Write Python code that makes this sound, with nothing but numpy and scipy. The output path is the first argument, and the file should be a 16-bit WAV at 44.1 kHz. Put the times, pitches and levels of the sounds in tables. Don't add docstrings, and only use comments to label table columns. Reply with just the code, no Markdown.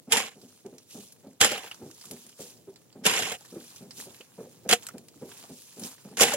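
import sys
import numpy as np
from scipy import signal
from scipy.fft import rfft, irfft
from scipy.io import wavfile
from scipy.ndimage import uniform_filter1d

SR = 44100
rng = np.random.default_rng(int(sys.argv[2]) if len(sys.argv) > 2 else 0)


def unload_audio(sound):
    columns = np.transpose(np.atleast_2d(sound))
    steps = np.round(np.clip(columns, -1, 1) * 32767)
    wavfile.write(sys.argv[1], SR, steps.astype(np.int16))


N = 280476
TIME = np.arange(N) / SR


def shovel(catch):
    # (time [s], level [dB], body level re blow [dB], body pitch under this load [Hz])
    blows = [(0.1216, -3.5, -22, 888), (0.1272, -6.5, -12, 910), (0.1701, -10.5, -11.5, 773),
             (1.4063, -14.5, -8, 602), (1.4127, -0.5, -16, 472), (1.4465, -5, -12, 479),
             (1.5171, -21, 1.5, 532), (1.5794, -32.5, 1, 720), (3.054, -13.5, -3.5, 201),
             (3.0638, -4, -19.5, 436), (3.1121, -16, -15, 453), (3.1916, -19, -4, 660),
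             (3.2237, -18.5, -16, 657), (3.3196, -26, 3.5, 725), (4.6915, -10.5, -17, 544),
             (4.7119, -7, -13.5, 760), (4.7273, -3, -14, 714), (6.1709, -20.5, -14, 197),
             (6.2084, -5.5, -8, 476), (6.318, -24.5, -1, 804), (6.3377, -15.5, -1.5, 565)]
    # (frequency [Hz], width before widening [Hz], level [dB])
    body_modes = [(212, 51, -43.5), (479, 32, 8), (791, 100, 7.5)]
    # (frequency [Hz], relative level per Hz [dB])
    rasp_colour = [(530, -25), (900, -3), (1210, -5), (1540, 1), (2160, 3), (2940, 6), (3450, 2),
                   (4330, -16.5), (5000, -6), (6500, -24.5), (11000, -120)]
    # (frequency [Hz], relative level per Hz [dB])
    grit_colour = [(2350, -26), (4000, -5.5), (4410, -8), (7100, -1.5), (7980, -4), (10900, -8),
                   (12300, -12), (15100, -17), (16000, -33)]
    broad_colour = [(60, -27), (120, -11.5), (220, 3.5), (300, -13.0), (500, 9), (1000, -15.5),
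                    (2000, -13.5)]
    blow_t60_s, crack_t60_s, crack_db = 0.069, 0.0078, 2

    stroke = pressed(fade_s=0.0039) * catch
    push = stroke * grains(per_s=9000, spread_db=2.5, hiss=0.85)
    thud = np.zeros(N)
    for s, db, body_db, hz in blows:
        puff = burst(blow_t60_s, .0005) + amp(crack_db) * burst(crack_t60_s, .0002)
        shares_db = np.array([[-7], [body_db], [-8]])
        add(push, s - .001, amp(db + shares_db) * puff)
        add(thud, s, amp(db + body_db - 1.5) * rung(puff, [(hz, 60, 0)], 0.56))

    rasp, body, grit = push
    low = amp(-5) * rung(body, body_modes, 0.94) + amp(-4.5) * coloured(body, broad_colour)
    blade = low + coloured(rasp, rasp_colour) + coloured(grit, grit_colour)
    crunch = amp(-4) * stroke[0] * pebbles(1100, 800, 7500, 7.0)
    return shifting(blade, 2.24, frames=5, bins=5) + crunch + thud


def pressed(fade_s):
    # (time [s], rasp level [dB])
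    strokes = [
        [(.09, -72), (.12, -31.5), (.16, -29.5), (.2, -33.5), (.236, -40), (.285, -47), (.3, -56), (.35, -65)],
        [(1.398, -54.5), (1.412, -23.5), (1.44, -25), (1.465, -26.5), (1.48, -33), (1.576, -38), (1.6, -47.5),
         (1.68, -50), (1.72, -74)],
        [(3.035, -51), (3.06, -25), (3.1, -29), (3.13, -30), (3.2, -31.5), (3.25, -35.5), (3.3, -38),
         (3.35, -43), (3.368, -55)],
        [(4.684, -57.5), (4.7, -27.5), (4.72, -32), (4.735, -19.5), (4.75, -46), (4.79, -63.5)],
        [(6.16, -94), (6.174, -46.5), (6.2, -30.5), (6.225, -18.5), (6.255, -30), (6.276, -32.5), (6.32, -33),
         (6.36, -43)],
    ]
    # (blade body re rasp [dB], its change [dB/s],
    # fine grit re rasp [dB], its change [dB/s])
    loads = [(-1, -17, -4, -13.5), (-5.5, 16, -5, -44), (-8.5, 20.5, -7, 0), (1, -37, -9, 5),
             (-0.5, 3, 4.5, -84)]
    gains = np.zeros((3, N))
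    for curve, (body_db, body_db_s, grit_db, grit_db_s) in zip(strokes, loads):
        s, db = np.transpose(curve)
        on = np.clip(np.minimum(TIME - s[0], s[-1] + fade_s - TIME) / fade_s, 0, 1)
        t = np.clip(TIME, s[0], s[-1]) - s[0]
        offsets_db = np.array([0 * t, body_db + body_db_s * t, grit_db + grit_db_s * t])
        gains += on * amp(np.interp(TIME, s, db) + offsets_db)
    return gains


def soil():
    # (frequency [Hz], relative level per Hz [dB])
    dust_colour = [(1470, -35.5), (2500, -3), (2700, -3), (3980, 0.5), (6200, 1.5), (7190, -1), (8800, 0),
                   (10900, -3), (14900, -8), (16000, -8)]
    # (frequency [Hz], relative level per Hz [dB])
    crumb_colour = [(500, -10.5), (900, -2), (1500, -6.5), (3000, -7.5), (4500, -8.5), (8000, -13)]
    dust_gain, crumb_gain = spilled()
    dust = dust_gain * coloured(grains(3000, 4.05, 1.2), dust_colour) * lumps(0.011, 1.8)
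    patter = coloured(grains(350, 4.3, 1.4), crumb_colour)
    crumbs = crumb_gain * (patter + amp(-5.5) * pebbles(140, 900, 9400, 1.7))
    return shifting(dust + crumbs, 2.0, frames=6, bins=8)


def spilled():
    # (time of the turn from rise to fall [s], dust level [dB],
    # rise [dB/s], fall [dB/s], coarse crumbs re dust [dB]); a rise counts without its sign
    spills = [(.5, -61.5, 44, 41, -11.5), (0.781, -67.5, 7.5, 43, -17), (0.912, -50, 488, 45, -14.5),
              (1.04, -56.5, 106, 82, -14), (1.25, -70, 13, 42, -8), (1.66, -56, 100.5, 70, 4),
              (2.03, -55.5, 35.5, 21, -10), (2.2, -54.5, 41, 82, -7.5), (2.31, -63, 37.5, 42, -9.5),
              (2.409, -46.5, 382, 60, -10), (2.47, -62, 303, 157, -14), (2.75, -71, 11.5, 17, -5),
              (3.4, -63, 60, 15, 0), (3.62, -56.5, 33.5, -3, -8), (3.78, -57.5, 29.5, 89, -5),
              (3.999, -43, 227, 171, -9.5), (4.12, -58, 106, 18, -2.5), (4.45, -62.5, 26, 23.5, -3),
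              (4.85, -56, 64, 105, 0), (5.33, -54, 93, 17, -2), (5.58, -54, 45, 37, -25),
              (5.74, -58, 18, 13, -8.5), (5.862, -42.5, 163, 192, -6), (6.02, -60.5, 33, 23, -4),
              (6.2, -67, -12, 8, -3)]
    trickle_db, trickle_crumbs_db = -72.5, 0
    gentle_s, dry_db_per_s = 0.093, 109
    power = amp(trickle_db + np.array([[0], [trickle_crumbs_db]])) ** 2 * np.ones(N)
    for s, db, rise_db_s, fall_db_s, crumbs_db in spills:
        t = TIME - s
        slope_db = np.where(t < 0, abs(rise_db_s) * t, -fall_db_s * t)
        level_db = db + slope_db - dry_db_per_s * np.maximum(t - gentle_s, 0)
        power += amp(level_db + np.array([[0], [crumbs_db]])) ** 2
    return np.sqrt(power)


def stones():
    # (time [s], level [dB], pitch [Hz], ring re tick [dB])
    clinks = [(0.415, -54.5, 5060, 8), (0.663, -41.5, 770, -0.5), (0.782, -41.5, 5670, -1.5),
              (1.005, -43, 2640, -10), (1.122, -42, 10700, -5), (1.641, -40, 1000, 3.5),
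              (1.713, -40.5, 2900, 10), (1.744, -43, 5590, -0.5), (1.912, -38, 7410, -23),
              (2.012, -48.5, 4960, 9.5), (2.04, -48, 1160, 3), (2.055, -42, 7190, -1),
              (2.111, -30, 11100, -4), (2.265, -43.5, 9350, -1), (2.293, -42, 5330, -5.5),
              (2.759, -50.5, 4730, 6.5), (2.926, -60.5, 4670, 11.5), (3.408, -42.5, 791, -4.5),
              (3.449, -59, 1750, 12), (3.76, -44.5, 6100, 4.5), (3.908, -43.5, 4950, 9),
              (4.145, -48.5, 2740, 3), (4.203, -52.5, 520, 13.5), (4.208, -51, 2830, 13),
              (4.824, -42.5, 3280, 1), (4.831, -40.5, 7340, -1), (4.867, -27, 7450, -8),
              (4.887, -30, 1280, -6), (4.981, -36.5, 7700, -9.5), (5.084, -39.5, 5050, -7.5),
              (5.16, -57, 293, 16), (5.316, -49, 3320, 6), (5.382, -49.5, 6900, 3), (5.439, -45.5, 740, 7),
              (5.464, -57, 810, 3), (5.62, -42.5, 9500, -8), (5.795, -47, 9800, 11.5),
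              (5.835, -43.5, 5440, 13.5), (5.864, -41, 10100, -4)]
    tick_colour = [(300, -34), (1500, 12), (8000, 16.0), (16000, 3.0)]
    tick_t60_s = 0.025
    out = np.zeros(N)
    for s, db, hz, ring_db in clinks:
        puff = burst(0.06, .0001)[:3000]
        ring = rung(puff, [(hz, 0.21 * hz, 0), (1.57 * hz, 0.073 * hz, -8)], 0.81)
        tick = coloured(burst(tick_t60_s, .0001)[:3000], tick_colour)
        add(out, s, amp(db) * (amp(ring_db) * ring + tick))
    return out


def thumps():
    # (time [s], level [dB], strongest pitch [Hz])
    far_blows = [(0.08, -37, 262), (0.364, -42, 392), (0.433, -42, 270), (0.654, -35, 407),
                 (0.731, -40, 380), (0.951, -35, 276), (0.975, -37.5, 224), (1.239, -42, 535),
                 (1.257, -36, 274), (1.797, -43, 246), (1.821, -30.5, 193), (1.865, -38, 327),
                 (2.058, -44.5, 211), (2.112, -31, 250), (2.253, -46, 266), (2.397, -34, 485),
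                 (2.679, -37.5, 394), (2.959, -36, 266), (3.02, -38.5, 269), (3.199, -29, 232),
                 (3.526, -36, 486), (3.559, -32, 334), (3.811, -37, 230), (3.855, -41.5, 252),
                 (3.983, -41.5, 250), (4.069, -38.5, 518), (4.387, -30, 461), (4.45, -42.5, 510),
                 (4.658, -30, 473), (4.944, -33, 228), (5.222, -30.5, 428), (5.5, -35, 270),
                 (5.774, -35.5, 236), (5.819, -31, 274), (6.054, -35, 220), (6.119, -38.5, 242)]
    # (frequency [Hz], relative level per Hz [dB])
    hollow = [(29, -42.5), (50, -18.5), (117, -14), (237, -1.5), (318, -12), (387, -4), (592, -15),
              (795, -18), (1390, -43), (2500, -35), (3250, -69), (5500, -120)]
    t60_s, rise_s, lead_s = 0.23, 0.0064, .011
    out = np.zeros(N)
    for s, db, hz in far_blows:
        puff = burst(t60_s, rise_s)
        pitch = rung(puff, [(hz, 45, 0)], 0.98)
        knock = rung(burst(.09, 0.00885), [(800, 250, -1.5), (1280, 305, -1.5)], 1)
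        thump = coloured(puff, hollow) + amp(-4) * pitch + amp(-9) * knock
        add(out, s - lead_s, amp(db) * thump)
    return out


def air():
    # (frequency [Hz], relative level per Hz [dB])
    air_colour = [(15, -69.5), (25, -39), (108, 5.5), (236, 2.5), (503, -2), (607, -6.5), (1480, -26.5),
                  (4140, -27), (7310, -27.5), (11000, -36), (16000, -18.5)]
    air_db = -64
    common, left, right = (coloured(rng.standard_normal(N), air_colour) for _ in range(3))
    murmur = common + 0.92 * np.array([left, right])
    return amp(air_db) * murmur * lumps(0.38, 3.5)


def ports(shared, apart):
    # (frequency [Hz], phase by which the left leads [radians])
    lead = [(300, 0), (1400, 0.78), (2000, -1.5), (3200, -1.47), (4700, -2), (6400, -2), (9000, -4.5),
            (15000, -9)]
    # (frequency [Hz], left minus right [dB])
    tilt = [(200, -.5), (900, -0.5), (1550, 1.5), (2400, -4), (4500, -1.5), (6500, -7.5), (7600, -7.5),
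            (8600, 4), (9600, 9), (10700, 9), (12000, 4), (15000, 3.5)]
    # (frequency [Hz], level re shared [dB])
    apart_colour = [(100, -22.5), (500, -37.5), (1200, -3.5), (4000, -6.5), (12000, -2)]
    hz = np.fft.rfftfreq(N, 1 / SR)
    half = amp(read(tilt, hz) / 2) * np.exp(.5j * read(lead, hz))
    sides = rfft(apart) * amp(read(apart_colour, hz)) * np.array([[1], [-1]])
    return irfft((rfft(shared) + sides) * np.array([half, 1 / half]), N)


def grains(per_s, spread_db, hiss):
    size = amp(spread_db * np.minimum(rng.exponential(1, N), 5)) * rng.choice([-1, 1], N)
    contacts = evened(size * (rng.random(N) < per_s / SR))
    return evened(contacts + hiss * rng.standard_normal(N))


def pebbles(per_s, low_hz, high_hz, cycles):
    t, out = np.arange(600) / SR, np.zeros(N)
    size = amp(5.4 * np.minimum(rng.exponential(1, N), 4)) * (rng.random(N) < per_s / SR)
    kind = rng.integers(0, 24, N)
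    pitches = np.geomspace(low_hz, high_hz, 24) * rng.uniform(0.911, 1.05, 24)
    for k, hz in enumerate(pitches):
        knock = np.sin(2 * np.pi * hz * t) * np.exp(-t * hz / cycles)
        out += signal.oaconvolve(size * (kind == k), knock / np.linalg.norm(knock))[:N]
    return evened(out)


def burst(t60, rise):
    t = np.arange(8000) / SR
    swell = (1 - np.exp(-t / rise)) ** 2
    return .5 * rng.standard_normal(8000) * swell * amp(-60 * t / max(t60, .005))


def lumps(seconds, depth_db):
    slow = uniform_filter1d(rng.standard_normal(N), max(round(seconds * SR), 1))
    return evened(amp(depth_db * evened(slow)))


def shifting(x, depth_db, frames, bins):
    z = signal.stft(x, nperseg=256)[2]
    along_time = uniform_filter1d(rng.standard_normal(z.shape), frames, 1)
    patches = uniform_filter1d(along_time, bins, 0)
    gain = evened(amp(depth_db * evened(patches)))
    return signal.istft(z * gain, nperseg=256)[1][:N]


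def coloured(x, points):
    hz = abs(np.fft.fftfreq(4096, 1 / SR))
    log_gain = np.log(amp(np.maximum(read(points, hz), -100)))
    taps = np.fft.ifft(np.exp(np.conj(signal.hilbert(log_gain)))).real[:2048]
    return signal.oaconvolve(x, taps / np.linalg.norm(taps))[:len(x)]


def rung(x, modes, widen):
    t = np.arange(4096) / SR
    taps = np.zeros(4096)
    for hz, width, db in modes:
        decay = np.exp(-np.pi * widen * width * t)
        taps += amp(db) * width * decay * np.sin(2 * np.pi * hz * t)
    return signal.oaconvolve(x, taps / np.linalg.norm(taps))[:len(x)]


def amp(db):
    return 10 ** (np.asarray(db) / 20)


def evened(x):
    return x / np.sqrt(np.mean(x ** 2) + 1e-20)


def read(points, hz):
    f, value = np.transpose(points)
    return np.interp(np.log(hz + 1), np.log(f + 1), value)


def add(mix, s, sound):
    part = mix[..., round(s * SR):][..., :sound.shape[-1]]
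    part += sound[..., :part.shape[-1]]


def scene():
    catch = lumps(0.0041, 1.62)
    shared, apart = (shovel(catch) + soil() + stones() for _ in range(2))
    return ports(shared + thumps(), apart) + air()


def record(dry):
    port = dry + .9 * signal.lfilter(*signal.iirpeak(7300, 22, SR), dry)
    thin = signal.sosfilt(signal.butter(4, 88, "highpass", fs=SR, output="sos"), port)
    rounded = np.tanh(thin)
    edge_hz = 16000
    band_limit = signal.firwin(511, edge_hz, window=("kaiser", 11), fs=SR)
    return signal.oaconvolve(rounded, band_limit[None], "same")


dry = scene()
out = record(dry)
unload_audio(out)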